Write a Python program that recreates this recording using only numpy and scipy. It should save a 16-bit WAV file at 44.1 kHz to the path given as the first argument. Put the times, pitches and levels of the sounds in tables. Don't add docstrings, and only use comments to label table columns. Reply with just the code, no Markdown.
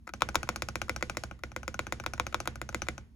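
import sys
import numpy as np
from scipy import signal
from scipy.fft import rfft, irfft
from scipy.io import wavfile

SR = 44100
rng = np.random.default_rng(int(sys.argv[2]) if len(sys.argv) > 2 else 0)


def generate_wav(signal):
    frames = np.transpose(np.atleast_2d(signal))
    scaled = np.clip(frames, -1, 1) * 32767
    pcm = np.round(scaled).astype(np.int16)
    wavfile.write(sys.argv[1], SR, pcm)


N = 138915
HIT_SAMPLES = 4096

# start_s, level_db, upper_mid_db, treble_db
PRESSES = [(0.2203, -29.5, 2.5, -6), (0.3555, -29, 4, -0.5), (0.4902, -32, 1.5, -1.5),
           (0.6216, -36.0, 1, 4), (0.7563, -36.5, 0.5, 3.5), (0.895, -34, 1.0, 3), (1.0259, -34, 1.0, 4.5),
           (1.1704, -36.5, -1, 9.5), (1.4364, -39.5, -0.5, 1.0), (1.5634, -38.5, 0, 2),
           (1.6795, -38.5, 1, 3.5), (1.7924, -34, 1.5, 1), (1.9239, -35, 2, 3.5), (2.063, -35.5, 2, -0.5),
           (2.1983, -33, 3.5, -3), (2.3446, -32.5, 2, -5.5), (2.475, -33.5, 0, -3.0), (2.6158, -39, 0, 0.5),
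           (2.7461, -35.0, 0.5, 4.5), (2.886, -35.0, 2, 2.5)]
# start_s, level_db, upper_mid_db, treble_db
RELEASES = [(0.1374, -41.5, -5.5, 4.5), (0.2888, -38.5, -6.5, 2.5), (0.431, -39, -4.5, 4),
            (0.5601, -39.5, -7, 6.5), (0.6868, -39, -6.5, 5), (0.8166, -36.5, -2, 5),
            (0.9624, -40, -4.5, 6.5), (1.0975, -37, -2.5, 4), (1.2368, -38.5, -6, 2),
            (1.3119, -44, -4.5, -5), (1.5177, -51.5, -4.5, -0.5), (1.6316, -47, -5.5, 2),
            (1.7431, -42, -5.0, 0), (1.868, -41.5, -4.5, -0.5), (1.9995, -43, -1.5, 2),
            (2.1358, -39.5, -5, 4), (2.267, -38.5, -2, 4), (2.4028, -38.5, -5.5, 5.5),
            (2.5571, -47, -5.5, 3), (2.6907, -42, -5.5, 4), (2.8194, -37.5, -3, 4),
            (2.9798, -44, -7.0, -1.5)]
# pitch_hz, width_hz, gain_db, right_end_change_db
PRESS_MODES = [(330.4, 83, 46.5, -4.5), (511.3, 53, 46.5, -3.5), (583, 102, 44.5, -2), (722, 68, 41.5, 2),
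               (1020, 413, 42, 6.5), (1338, 364, 40, 8.5), (1482, 195, 43.5, -3.5),
               (2024, 350, 40.5, -13.5), (2420, 510, 38.5, -1), (3630, 1170, 29.5, 6.5),
               (5330, 2100, 25, 8), (7020, 495, 29.5, 4.5), (9700, 7400, 16, 8.5), (15200, 800, 20.5, 9.5)]


def spacebar():
    # pitch_hz, width_hz, gain_db
    release_modes = [(340, 64, 42.5), (546, 80, 44), (680, 173, 41.5), (822, 107, 43.5), (1053, 73, 39),
                     (1268, 160, 43.5), (1510, 180, 46), (2463, 770, 42), (3850, 5400, 22),
                     (6010, 590, 27.5), (6920, 230, 22), (10360, 9100, 6.5)]
    down = clacks(PRESSES, PRESS_MODES, rattle=0.27)
    up = clacks(RELEASES, release_modes, rattle=0.45)
    return disperse(down - up + touches())


def clacks(events, modes, rattle, rattle_decay_s=0.003):
    # freq_hz, gain_db
    rattle_colour = [(1400, -13), (6000, 9.5)]
    # time_s, place (-1 left end, 1 right end)
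    finger_path = [(.25, 1), (.62, 0.099), (1.2, -0.4), (1.85, 0.039), (2.4, 0.76), (2.65, -0.13),
                   (2.9, -0.1)]
    out, t, f = np.zeros(N), np.arange(HIT_SAMPLES) / SR, freqs(HIT_SAMPLES)
    for start_s, level_db, mid_db, treble_db in events:
        force = rattle * struck(burst(rattle_decay_s, t), amp(curve(rattle_colour, f)))
        force[0] += 1
        tone = amp(curve([(1500, 0), (2100, mid_db), (3400, mid_db), (4800, treble_db)], f))
        place = np.interp(start_s, *np.array(finger_path).T)
        add(out, amp(level_db) * struck(force, resonances(modes, f, place) * tone), start_s)
    return out


def touches(decay_s=0.003):
    # start_s, level_db
    landings = [(0.071, -48), (0.075, -41), (0.091, -41), (0.207, -37.5), (0.345, -35.5), (0.473, -48.5),
                (0.882, -46), (1.009, -45.5), (1.149, -52.5), (1.391, -56.5), (2.038, -43.5),
                (2.178, -44.5), (2.326, -41.5), (2.456, -40.5), (2.726, -47), (2.868, -45.5)]
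    # freq_hz, gain_db
    touch_colour = [(500, -11), (1200, -2.5), (2200, -9), (9000, -5)]
    out, t, f = np.zeros(N), np.arange(HIT_SAMPLES) / SR, freqs(HIT_SAMPLES)
    for start_s, level_db in landings:
        force = burst(decay_s, t)
        gain = resonances(PRESS_MODES, f) * amp(curve(touch_colour, f))
        add(out, amp(level_db) * struck(force, gain), start_s)
    return out


def resonances(modes, f, place=0, scatter_db=1.51, detune=0.012):
    power, f = 0, f + 1
    for hz, width_hz, gain_db, *right_end_db in modes:
        gain_db = gain_db + place * sum(right_end_db) + scatter_db * rng.standard_normal()
        hz = hz * (1 + detune * rng.standard_normal())
        offset = (f / hz - hz / f) * hz / width_hz
        power = power + (amp(gain_db) / (1 + offset ** 2)) ** 2
    return np.sqrt(power)


def struck(force, gain):
    size = len(force)
    cepstrum = irfft(np.log(gain + 1e-3), size)
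    cepstrum[1:size // 2] *= 2
    cepstrum[size // 2 + 1:] = 0
    return irfft(rfft(force) * np.exp(rfft(cepstrum)), size)


def disperse(x, lag_near_1khz_s=0.0006):
    lag_cycles = lag_near_1khz_s * 1000 * np.log(1 + freqs(N) / 50)
    return irfft(rfft(x) * np.exp(-2j * np.pi * lag_cycles), N)


def direct(bar):
    # freq_hz, left_minus_right_db
    balance = [(300, -5.5), (550, 3), (1300, 5), (3000, 6.5), (9000, 0)]
    return np.array([colour(bar, [(hz, side * db / 2) for hz, db in balance]) for side in (1, -1)])


def case(bar):
    # pitch_hz, width_hz, gain_db
    case_modes = [(506.3, 14, -9.5), (1456, 13, -8.5), (2304, 26, -6)]
    # freq_hz, gain_db
    case_colour = [(440, -28.5), (1500, -10.5), (6000, -10), (8500, -26.5)]
    t = np.arange(SR // 2) / SR
    notes = sum(amp(db) * ring(hz, width_hz, t) for hz, width_hz, db in case_modes)
    reflections = colour(tail(t60_s=0.059, build_s=0.0024), case_colour)
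    return signal.fftconvolve(bar[None], notes + reflections, axes=1)[:, :N]


def desk(drive_db=14.5, release_db=-0.5, follow_db_per_db=0.4):
    # pitch_hz, width_hz, gain_db
    desk_modes = [(64, 7.6, 20), (73.3, 7.7, 18), (103.6, 8.6, 15), (128.94, 3.5, 16.5), (189, 19, 5.5),
                  (225.5, 10, 9.5), (270.6, 49, -2)]
    force, t = np.zeros(N), np.arange(SR // 2) / SR
    for events, gain in (PRESSES, 1), (RELEASES, -amp(release_db)):
        for start_s, level_db, *_ in events:
            add(force, np.array([gain * amp(drive_db + follow_db_per_db * level_db)]), start_s)
    body = sum((-1) ** k * amp(db) * ring(hz, width_hz, t)
               for k, (hz, width_hz, db) in enumerate(desk_modes))
    return signal.fftconvolve(force, body)[:N] * pan(left_minus_right_db=-3.5)


def room():
    # freq_hz, gain_db
    room_colour = [(100, 38.5), (300, 33.5), (900, 21.5), (2000, 22), (3300, 17), (4500, 14), (6800, 13.5),
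                   (8300, 10), (11000, 0.5), (14000, -10)]
    out = np.zeros((2, N))
    for start_s, level_db, _, treble_db in list(PRESSES) + list(RELEASES):
        low = colour(tail(t60_s=0.42, build_s=0.003), [(2000, 0), (3000, -3), (6000, -20)])
        high = colour(tail(t60_s=0.28, build_s=0.003), [(1500, -20), (3000, -3), (4500, 0)])
        decay = low + amp(treble_db / 2) * high
        add(out, amp(level_db) * decay[:, :SR // 3], start_s)
    return colour(out, room_colour)


def rumble(rms_db=-55):
    # freq_hz, relative_db
    rumble_colour = [(22, -39.5), (62, 1.5), (120, -18.5), (220, -10.5), (450, -40), (15000, -57)]
    noise = colour(widen(rng.standard_normal((2, N))), rumble_colour)
    return noise / noise.std() * amp(rms_db)


def tail(t60_s, build_s):
    t = np.arange(SR // 2) / SR
    envelope = np.exp(-np.log(1000) * t / t60_s) * (1 - np.exp(-t / build_s))
    noise = rng.standard_normal((2, len(t))) * envelope
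    return widen(noise / np.linalg.norm(noise, axis=1, keepdims=True))


def widen(pair):
    # freq_hz, side_to_mid_ratio
    room_spread = [(100, 0.14), (4500, 0.99), (7000, 0.14)]
    size = pair.shape[-1]
    spread = curve(room_spread, freqs(size))
    mid, side = rfft(pair) / np.sqrt(1 + spread ** 2)
    return irfft(np.array([mid + spread * side, mid - spread * side]), size)


def ring(hz, width_hz, t):
    return 2 * np.pi * width_hz / SR * np.exp(-np.pi * width_hz * t) * np.sin(2 * np.pi * hz * t)


def burst(decay_s, t):
    noise = rng.standard_normal(len(t)) * np.exp(-t / decay_s)
    return noise / np.linalg.norm(noise)


def colour(x, points):
    size = x.shape[-1]
    return irfft(rfft(x) * amp(curve(points, freqs(size))), size)


def curve(points, hz):
    points_hz, values = np.array(points, float).T
    return np.interp(np.log(hz + 1), np.log(points_hz), values)


def freqs(size):
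    return np.arange(size // 2 + 1) * SR / size


def amp(db):
    return 10 ** (np.asarray(db) / 20)


def pan(left_minus_right_db):
    return amp(np.array([[1], [-1]]) * left_minus_right_db / 2)


def add(out, x, start_s):
    i = max(int(start_s * SR), 0)
    out[..., i:i + x.shape[-1]] += x[..., :N - i]


def scene():
    bar = spacebar()
    return direct(bar) + case(bar) + desk() + room() + rumble()


def record(dry):
    # freq_hz, left_lead_rad
    mic_phase = [(100, 0.43), (1000, 0.39), (2200, 1.19), (3200, 1.6), (6000, 1), (8000, -2.5),
                 (11500, -7.5), (15500, -9)]
    right = irfft(rfft(dry[1]) * np.exp(-1j * curve(mic_phase, freqs(N))), N)
    top_hz = 16500
    top_cut = signal.ellip(8, 0.2, 70, top_hz, fs=SR, output="sos")
    return signal.sosfilt(top_cut, np.array([dry[0], right]))


dry = scene()
out = record(dry)
generate_wav(out)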